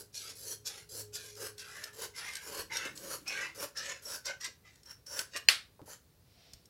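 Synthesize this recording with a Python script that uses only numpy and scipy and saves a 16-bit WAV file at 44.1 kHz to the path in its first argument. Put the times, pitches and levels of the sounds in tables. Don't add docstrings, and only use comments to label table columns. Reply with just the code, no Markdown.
import sys
import numpy as np
from scipy import signal
from scipy.fft import rfft, irfft, next_fast_len
from scipy.io import wavfile
from scipy.ndimage import map_coordinates

SR = 44100
rng = np.random.default_rng(int(sys.argv[2]) if len(sys.argv) > 2 else 0)


def generate_wav(signal):
    frames = np.transpose(np.atleast_2d(signal))
    scaled = np.clip(frames, -1, 1) * 32767
    pcm = np.round(scaled).astype(np.int16)
    wavfile.write(sys.argv[1], SR, pcm)


N = 295026
TIME = np.arange(N) / SR

# (start [s], length [s], swell of the hiss [dB], edge hiss [dB], thread crunch [dB],
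#                   floor drumming [dB], taut cloth resonance [Hz])
CLOSING_STROKES = [ (-0.1, 0.11, 5, -45, -62.5, -51, 1440), (0.349, 0.18, 12.5, -40, -56, -54.5, 1780),
                   (0.888, 0.12, 14, -40, -57.5, -51.5, 1480), (1.359, 0.11, 18, -39.5, -45.5, -47, 1380),
                   (1.926, 0.12, 18, -41, -46, -49.5, 880), (2.41, .2, 14, -41, -44.5, -48.5, 1050),
                   (2.951, 0.2, 13.5, -40.5, -46, -47, 1100), (3.545, 0.1, 14, -39, -42, -42.5, 1030),
                   (4.018, .14, 16.5, -39, -46.5, -50.5, 1490), (4.843, 0.07, 27, -54.5, -55.5, -73, 1660),
                   (5.06, 0.15, 17, -39.5, -44, -50.5, 1674), (5.854, .075, 17, -46.5, -53, -61.5, 1760), ]
# (frequency [Hz], level [dB])
CUTTING_EDGE_COLOUR = [(2500, -24), (3700, -9.5), (4500, 1), (5600, 1), (7000, -2), (8050, -1.5),
                       (8600, -13), (9500, 1), (11300, -2.5), (12500, -5.5), (15500, -11.5)]
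# (frequency [Hz], level [dB])
THREAD_COLOUR = [(350, -37), (740, -13), (970, 4), (1200, -0.5), (1550, 4.5), (2100, -2.5), (2450, -2.5),
                 (3000, 0.5), (3700, -14), (5000, -32)]
# (frequency [Hz], level [dB])
FLOOR_COLOUR = [(60, -23), (150, -14), (300, -5.5), (370, -1.5), (440, 5.5), (490, -1), (545, 7.5),
                (620, -3), (750, -10.5), (1300, -51.5)]
CUT_ATTACK_S, CUT_RELEASE_DB_PER_S = 0.006, 480
CRUNCH_SWELL_DB, DRUM_SWELL_DB = 21.5, 24
EDGE_EASE, CRUNCH_EASE, DRUM_EASE = 1.4, 1.5, 3.1
FLOOR_NEAR_HZ, FLOOR_FAR_HZ = 428, 570


def cutting():
    start, length, swell_db, edge_db, crunch_db, drum_db, cloth_hz = latest(CLOSING_STROKES)
    gap = 1 - progress(start, length)
    threads = grains(rate=2200, spread_db=2.4, smooth=0.8, clump_db=1.1)

    hiss = coloured(threads, CUTTING_EDGE_COLOUR)
    hiss = shifting(hiss, depth_db=4.5, width_hz=200, life=0.07)
    crunch = coloured(threads, THREAD_COLOUR)
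    crunch = shifting(crunch, depth_db=3, width_hz=150, life=0.1, size=1024)
    crunch = gliding(crunch, cloth_hz, octaves=0.181, lift_db=7.5)
    floor_hz = with_reach(FLOOR_NEAR_HZ, FLOOR_FAR_HZ)
    drum = gliding(coloured(threads, FLOOR_COLOUR), floor_hz, octaves=0.15, lift_db=10.5)

    edge_gain = amp(edge_db - swell_db * gap ** EDGE_EASE)
    crunch_gain = amp(crunch_db - CRUNCH_SWELL_DB * gap ** CRUNCH_EASE)
    drum_gain = amp(drum_db - DRUM_SWELL_DB * gap ** DRUM_EASE)
    moving = stroke(start, length, CUT_ATTACK_S, CUT_RELEASE_DB_PER_S)
    return moving * (edge_gain * hiss + crunch_gain * crunch + drum_gain * drum)


# (start [s], length [s], attack [s], first scrape [dB], edge hiss [dB], rasp [dB],
#   growth of rasp and drumming [dB], rasp start [Hz], rasp end [Hz], floor drumming [dB])
OPENING_STROKES = [ (0.124, 0.18, 0.031, -48, -48, -60.5, 15.5, 2354, 2300, -64),
                   (0.64, .15, 0.032, -37, -51, -54, 4, 2430, 2110, -62),
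                   (1.12, 0.18, 0.031, -37, -53, -57.5, -11.5, 2626, 2200, -62.5),
                   (1.568, 0.28, 0.031, -43, -55, -51, 10, 2200, 1750, -68),
                   (2.13, 0.26, 0.049, -43.5, -52, -44, -2, 2120, 2170, -66.5),
                   (2.695, 0.17, .056, -38.5, -49, -37, -3.5, 2200, 2050, -55),
                   (3.254, 0.2, 0.029, -47, -49, -41, -1, 2394, 2140, -56.5),
                   (3.748, .175, 0.028, -42, -47.5, -44.5, 4, 1798, 1980, -57.5),
                   (4.24, 0.064, .028, -39.5, -46.5, -43, 12, 1800, 2170, -56),
                   (4.398, .062, 0.044, -60, -41, -43, 4, 1850, 1933, -77),
                   (4.632, 0.15, 0.033, -66, -70, -64, -14, 2108, 1950, -83),
                   (5.3, 0.066, 0.063, -53, -51.5, -51, 33, 2590, 2920, -63.5), ]
# (frequency [Hz], level [dB])
SLIDING_EDGE_COLOUR = [(2000, -24), (3500, -0.5), (4500, 2.5), (5500, 7), (6500, 4.5), (7900, 0.5),
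                       (8550, -7.5), (9200, 0.5), (10400, -0.5), (12500, -6), (15500, -22)]
# (frequency [Hz], level [dB])
RASP_COLOUR = [(400, -24.5), (750, -11.5), (950, -5), (1150, -5), (1500, 1.5), (2250, -4.5), (2700, -2),
               (4000, -18), (6000, -43)]
SLIDE_RELEASE_DB_PER_S = 128.5
SLIDE_BRAKE_DB = 23.5
SCRAPE_SHARPNESS = 5.4
HISS_GROWTH_DB = 0.5
SHEEN_NEAR_DB, SHEEN_FAR_DB = 2, -7.5


def sliding():
    (start, length, attack, scrape_db, edge_db, rasp_db,
     growth_db, start_hz, end_hz, drum_db) = latest(OPENING_STROKES)
    age, done = np.maximum(TIME - start, 0), progress(start, length)
    moving = stroke(start, length, attack, SLIDE_RELEASE_DB_PER_S + SLIDE_BRAKE_DB / length)
    slips = grains(rate=1700, spread_db=2.2, smooth=0.8, clump_db=1.2)

    hiss = coloured(slips, SLIDING_EDGE_COLOUR)
    hiss = shifting(hiss, depth_db=4.5, width_hz=180, life=0.06)
    sheen = amp(with_reach(SHEEN_NEAR_DB, SHEEN_FAR_DB))
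    hiss = hiss + (sheen - 1) * filtered(hiss, lambda hz: hz > 8500)
    hiss_hz = falling(age, start_hz=5180, end_hz=2300, time=0.099)
    hiss = gliding(hiss, hiss_hz, octaves=0.36, lift_db=6)

    rasp = coloured(slips, RASP_COLOUR)
    rasp = shifting(rasp, depth_db=6.0, width_hz=110, life=0.085, size=1024)
    rasp = gliding(rasp, start_hz + (end_hz - start_hz) * done, octaves=0.11, lift_db=10.5)
    floor_hz = with_reach(FLOOR_NEAR_HZ, FLOOR_FAR_HZ)
    drum = gliding(coloured(slips, FLOOR_COLOUR), floor_hz, octaves=0.2, lift_db=12.0)

    scrape_shape = age / attack * np.exp(1 - age / attack)
    scrape_gain = amp(scrape_db) * scrape_shape ** SCRAPE_SHARPNESS
    hiss_gain = np.hypot(scrape_gain, moving * amp(edge_db + HISS_GROWTH_DB * (done + 1.5)))
    growth = amp(growth_db * (done - 0.5))
    return hiss_gain * hiss + moving * growth * (amp(rasp_db) * rasp + amp(drum_db) * drum)


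def falling(age, start_hz, end_hz, time):
    return end_hz + (start_hz - end_hz) * np.exp(-(age / time) ** 2)


# (start [s], length [s], level [dB], growth [dB])
SINGING_MOMENTS = [(3.275, 0.0062, -31.5, 1.5), (3.579, 0.059, -45, 1.5), (3.771, 0.01, -39.5, -6),
                   (4.045, 0.096, -42, 3.5), (4.249, .022, -39.5, 3.5), (4.85, 0.016, -49, 1),
                   (4.88, .026, -44.5, 9), (5.058, 0.11, -39, 6)]
# (frequency [Hz], level [dB])
SONG_COLOUR = [(4300, -26), (5100, -17.5), (5450, 7), (5750, 0), (6100, -9), (7000, -27)]
SONG_ATTACK_S, SONG_RELEASE_DB_PER_S = 0.011, 485


def singing():
    start, length, db, growth_db = latest(SINGING_MOMENTS)
    moving = stroke(start, length, SONG_ATTACK_S, SONG_RELEASE_DB_PER_S)
    pressure = moving * amp(db + growth_db * (progress(start, length) - 1.5))
    friction = grains(rate=1300, spread_db=0.5, smooth=0.9, clump_db=2)
    return pressure * coloured(friction, SONG_COLOUR)


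# (time [s], level [dB])
SNAP_BLOWS = [(5.4869, -0.5), (5.4906, -14), (5.4938, -18)]
# (frequency [Hz], level [dB], t60 [s])
FRAME_MODES = [(1340, -23.5, 0.014), (1690, -7, 0.0072), (2630, -3, 0.015), (2760, -8, .018),
               (3040, -4, 0.012), (4010, -22, 0.017), (4414, 1, 0.011), (4320, -15, 0.025),
               (6530, -16, 0.0073), (11700, -24.5, .022)]
# (frequency [Hz], level [dB])
CLACK_COLOUR = [(120, -47.5), (200, -20), (263, -8.5), (371, -11), (1000, -14.5), (1300, -4.5), (1750, -2),
                (2300, -1.5), (3000, -1.5), (4300, -1), (5200, -4.5), (6300, -11.5), (9500, -10.5),
                (12000, -14), (15500, -28)]


def snap():
    direct, blows, spread = np.zeros((3, N))
    spread_colour = [(4200, -53.0), (4800, 3.5), (7000, 1), (15000, -21.5)]
    for s, db in SNAP_BLOWS:
        blow = ring(FRAME_MODES, scatter_db=0.5, detune=0)
        add(direct, s, amp(db) * (blow + 0.07 * crack(t60=0.025)))
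        add(blows, s, amp([db + 13]))
        add(spread, s, amp(db - 12.5) * crack(t60=0.012, spectrum=spread_colour))
    radiated = filtered(blows, lambda hz: amp(along(CLACK_COLOUR, hz)))
    thin = signal.butter(2, 700, "high", fs=SR, output="sos")
    direct, radiated = signal.sosfilt(thin, direct), signal.sosfilt(thin, radiated)
    return direct, radiated, filtered(spread, lambda hz: hz > 4200)


# (time [s], strike level [dB], share of the dull clack [dB])
TICK_STRIKES = [(0.1431, -35, -17), (0.3002, -32, -17), (0.6749, -25, -17), (1.1544, -25, -16),
                (1.3533, -37, -21), (1.5808, -32, -13), (1.8392, -22.5, -22), (2.2892, -33, -4),
                (2.3346, -29, -15), (2.354, -22, -17), (2.3684, -27, -11), (2.7696, -20, -10),
                (2.8524, -29, -7), (2.9756, -29, -17), (3.2784, -26, -10), (3.7728, -28, -13),
                (4.2562, -27, -13), (4.4099, -33, -5), (4.4453, -25, -7), (4.7575, -44, -15),
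                (4.8329, -44, -17), (4.8574, -44, -12), (5.0654, -38, -20), (5.1916, -15, -4),
                (5.3622, -24, -8), (5.3684, -24, -8), (5.3724, -25, -8), (5.3804, -28, -13),
                (6.5345, -32, -14), (6.6563, -45, -20)]
# (frequency [Hz], level [dB], t60 [s])
BLADE_MODES = [(4300, 2.5, 0.02), (4425, -2, .03), (5505, 4.5, 0.038), (6900, -6, 0.004),
               (6730, 15, 0.0041), (8430, 0, 0.046), (8900, -16.5, .03), (11600, -10.5, 0.015),
               (11900, -11.5, 0.12), (12300, -17, .04)]


def ticks():
    out = np.zeros(N)
    for s, db, clack_db in TICK_STRIKES:
        share = min(amp(clack_db), 1)
        bright = 0.5 * ring(BLADE_MODES, scatter_db=2.5, detune=0.02) + 0.28 * crack(t60=0.02)
        dull = 0.5 * ring(FRAME_MODES, scatter_db=6.0, detune=0.11)
        dull = dull + 0.22 * crack(t60=0.016, spectrum=CLACK_COLOUR)
        bite = 1 - np.exp(-np.arange(len(dull)) / SR / 0.001)
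        strike = np.sqrt(1 - share ** 2 / 2) * bright + share * dull
        add(out, s - 0.0005, amp(db + 3.5) * bite * strike)
    return out


# (time [s], level [dB], pitch [Hz])
FLOOR_BUMPS = [(2.595, -52, 70), (2.854, -43.5, 467), (4.476, -59.5, 485), (5.794, -53, 753),
               (5.817, -50, 220), (5.878, -53.5, 693), (6.539, -54, 75)]


def bumps():
    out = np.zeros(N)
    for s, db, hz in FLOOR_BUMPS:
        colour = [(hz / 4, -25), (hz / 2.06, 0), (hz * 1.3, 0), (hz * 3, -30), (hz * 10, -70)]
        add(out, s, amp(db - 0.5) * crack(t60=0.17, spectrum=colour))
    return out


# (middle [s], half length [s], level [dB])
ARM_DRAGS = [(2.57, 0.087, -62), (3.12, 0.4, -58.5)]
# (frequency [Hz], level [dB])
SLEEVE_COLOUR = [(60, -17), (150, -2.5), (250, -8), (340, 2), (450, -27), (900, -27.5)]
# (middle [s], half length [s], level [dB])
SHEAR_SWEEPS = [(6.46, 0.15, -64)]
# (frequency [Hz], level [dB])
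CLOTH_COLOUR = [(290, -47.5), (500, -25), (674, 0.5), (949, -22), (1880, -10), (3880, -6), (5700, -5),
                (6030, -16), (15000, -39)]


def brushing():
    out = 0
    for rows, colour in (ARM_DRAGS, SLEEVE_COLOUR), (SHEAR_SWEEPS, CLOTH_COLOUR):
        level = sum(amp(db) * swell(middle, half_length) for middle, half_length, db in rows)
        out = out + level * coloured(rng.standard_normal(N), colour)
    return out


# (frequency [Hz], t60 [s])
ROOM_DECAY = [(200, .3), (1500, .255), (4500, .25), (9000, .215), (15000, .17)]


def room(x, build):
    hz, t, z = signal.stft(rng.standard_normal(SR // 2), SR, nperseg=256)
    decay = amp(-60 * t / along(ROOM_DECAY, hz)[:, None])
    onset = 1 - np.exp(-(t / build) ** 2)
    tail = signal.istft(z * decay * onset, SR, nperseg=256)[1]
    return signal.fftconvolve(x, tail / np.linalg.norm(tail))[:N]


# (centre frequency [Hz], steady level [dB], middle of the swell [s], half length [s], swell level [dB])
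HUM_TONES = [(105.5, -78, .9, 0.88, -63), (417, -83, 1.33, 0.69, -60)]
# (frequency [Hz], level [dB])
AIR_COLOUR = [(15, -35.5), (25, -16), (69, 6), (140, 2.5), (209, -5), (421, -10), (457, -6.5), (631, -14.5),
              (1570, -20), (3300, -22.5), (4200, -18.5), (5700, -22), (7100, -24), (15500, -22)]
AIR_DB = -65.5
HUM_WAVER_DB = 3


def background():
    hum = 0
    for hz, steady_db, middle, half_length, swell_db in HUM_TONES:
        level = amp(steady_db) + amp(swell_db) * swell(middle, half_length)
        phase = 2 * np.pi * np.cumsum(hz + 1.5 * wobble(11)) / SR
        hum = hum + level * np.sin(phase)
    air = amp(AIR_DB) * coloured(rng.standard_normal(N), AIR_COLOUR)
    return amp(HUM_WAVER_DB * wobble(5.8)) * hum + air


def grains(rate, spread_db, smooth, clump_db):
    happens = rng.random(N) < rate / SR
    size = amp(spread_db * np.clip(rng.standard_normal(N), -2, 2))
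    snaps = happens * size * rng.choice([-1, 1], N)
    friction = unit(snaps) + smooth * rng.standard_normal(N)
    return unit(friction * amp(clump_db * wobble(130)))


def shifting(x, depth_db, width_hz, life, size=512):
    hz, t, z = signal.stft(x, SR, nperseg=size)
    places = np.meshgrid(hz / width_hz, t / life, indexing="ij")
    field = map_coordinates(rng.standard_normal((400, 400)), places, mode="mirror")
    return unit(signal.istft(z * amp(depth_db * field), SR, nperseg=size)[1][:N])


def gliding(x, centre_hz, octaves, lift_db):
    hz, t, z = signal.stft(x, SR, nperseg=512)
    offset = np.log2((hz[:, None] + 1) / np.interp(t, TIME, centre_hz))
    gain = amp(lift_db / (1 + (offset / octaves) ** 2))
    power = np.mean(abs(z) ** 2, axis=1)
    level = np.sqrt(power @ gain ** 2)
    return unit(signal.istft(z * gain / level, SR, nperseg=512)[1][:N])


def ring(modes, scatter_db, detune):
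    t = np.arange(SR // 4) / SR
    wave = 0
    for k, (hz, db, t60) in enumerate(modes):
        louder, sharper = rng.standard_normal(2)
        decay = amp(db + scatter_db * louder - 60 * t / t60)
        tone = np.sin(2 * np.pi * hz * (1 + detune * sharper) * t)
        wave = wave + (-1) ** k * decay * tone
    return wave / abs(wave).max()


# (frequency [Hz], level [dB])
CONTACT_COLOUR = [(300, -21), (1200, -16), (2500, -3), (5500, 5.5), (10000, -2.5), (15500, -15)]


def crack(t60, spectrum=CONTACT_COLOUR):
    t = np.arange(SR // 4) / SR
    response = amp(along(spectrum, np.fft.rfftfreq(len(t), 1 / SR)))
    noise = irfft(rfft(rng.standard_normal(len(t))) * response, len(t))
    return amp(-60 * t / t60) * unit(noise)


def latest(rows):
    rows = np.array(rows)
    return rows[np.maximum(np.searchsorted(rows[:, 0], TIME) - 1, 0)].T


def progress(start, length):
    return np.clip((TIME - start) / length, 0, 1)


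def stroke(start, length, attack, release_db_per_s):
    overtime = np.maximum(TIME - start - length, 0)
    return progress(start, attack) * amp(-abs(release_db_per_s) * overtime)


def swell(middle, half_length):
    return np.exp(-((TIME - middle) / half_length) ** 2)


# (time [s], share [0-1])
ARM_REACH = [(1.2, 0), (2.1, 0.12), (3.1, 0.43), (4.15, 1), (5.3, 1)]


def with_reach(near, far):
    s, share = np.transpose(ARM_REACH)
    return near + (far - near) * np.interp(TIME, s, share)


def wobble(rate):
    return map_coordinates(rng.standard_normal(8192), [TIME * rate], mode="mirror")


def amp(db):
    return np.exp(np.asarray(db) * (np.log(10) / 20))


def unit(x):
    return x / np.sqrt(np.mean(x ** 2) + 1e-20)


def along(points, hz):
    f, v = np.transpose(points)
    return np.interp(np.log(hz + 1), np.log(f), v)


def filtered(x, response):
    size = next_fast_len(N + SR // 2)
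    return irfft(rfft(x, size) * response(np.fft.rfftfreq(size, 1 / SR)), size)[..., :N]


def coloured(x, spectrum):
    return unit(filtered(x, lambda hz: amp(along(spectrum, hz))))


def add(track, s, sound):
    part = track[round(s * SR):][:len(sound)]
    part += sound[:len(part)]


GRIP_WAVER_DB, GRIP_WAVERS_PER_S = 1.42, 35


def scene():
    grip = amp(GRIP_WAVER_DB * wobble(GRIP_WAVERS_PER_S))
    blades = (cutting() + sliding() + singing()) * grip
    knocks = ticks() + bumps()
    clack, radiated, spread = snap()
    mid = amp(-2) * blades + amp(-11.0) * room(blades, build=0.0033)
    mid += knocks + amp(-12.0) * room(knocks, build=0.002)
    mid += clack + room(radiated, build=0.0055)
    mid += brushing() + background()
    return np.array([mid + spread, mid - spread])


TOP_HZ = 15850


def record(dry):
    return filtered(np.clip(dry, -1, 1), lambda hz: hz < TOP_HZ)


dry = scene()
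out = record(dry)
generate_wav(out)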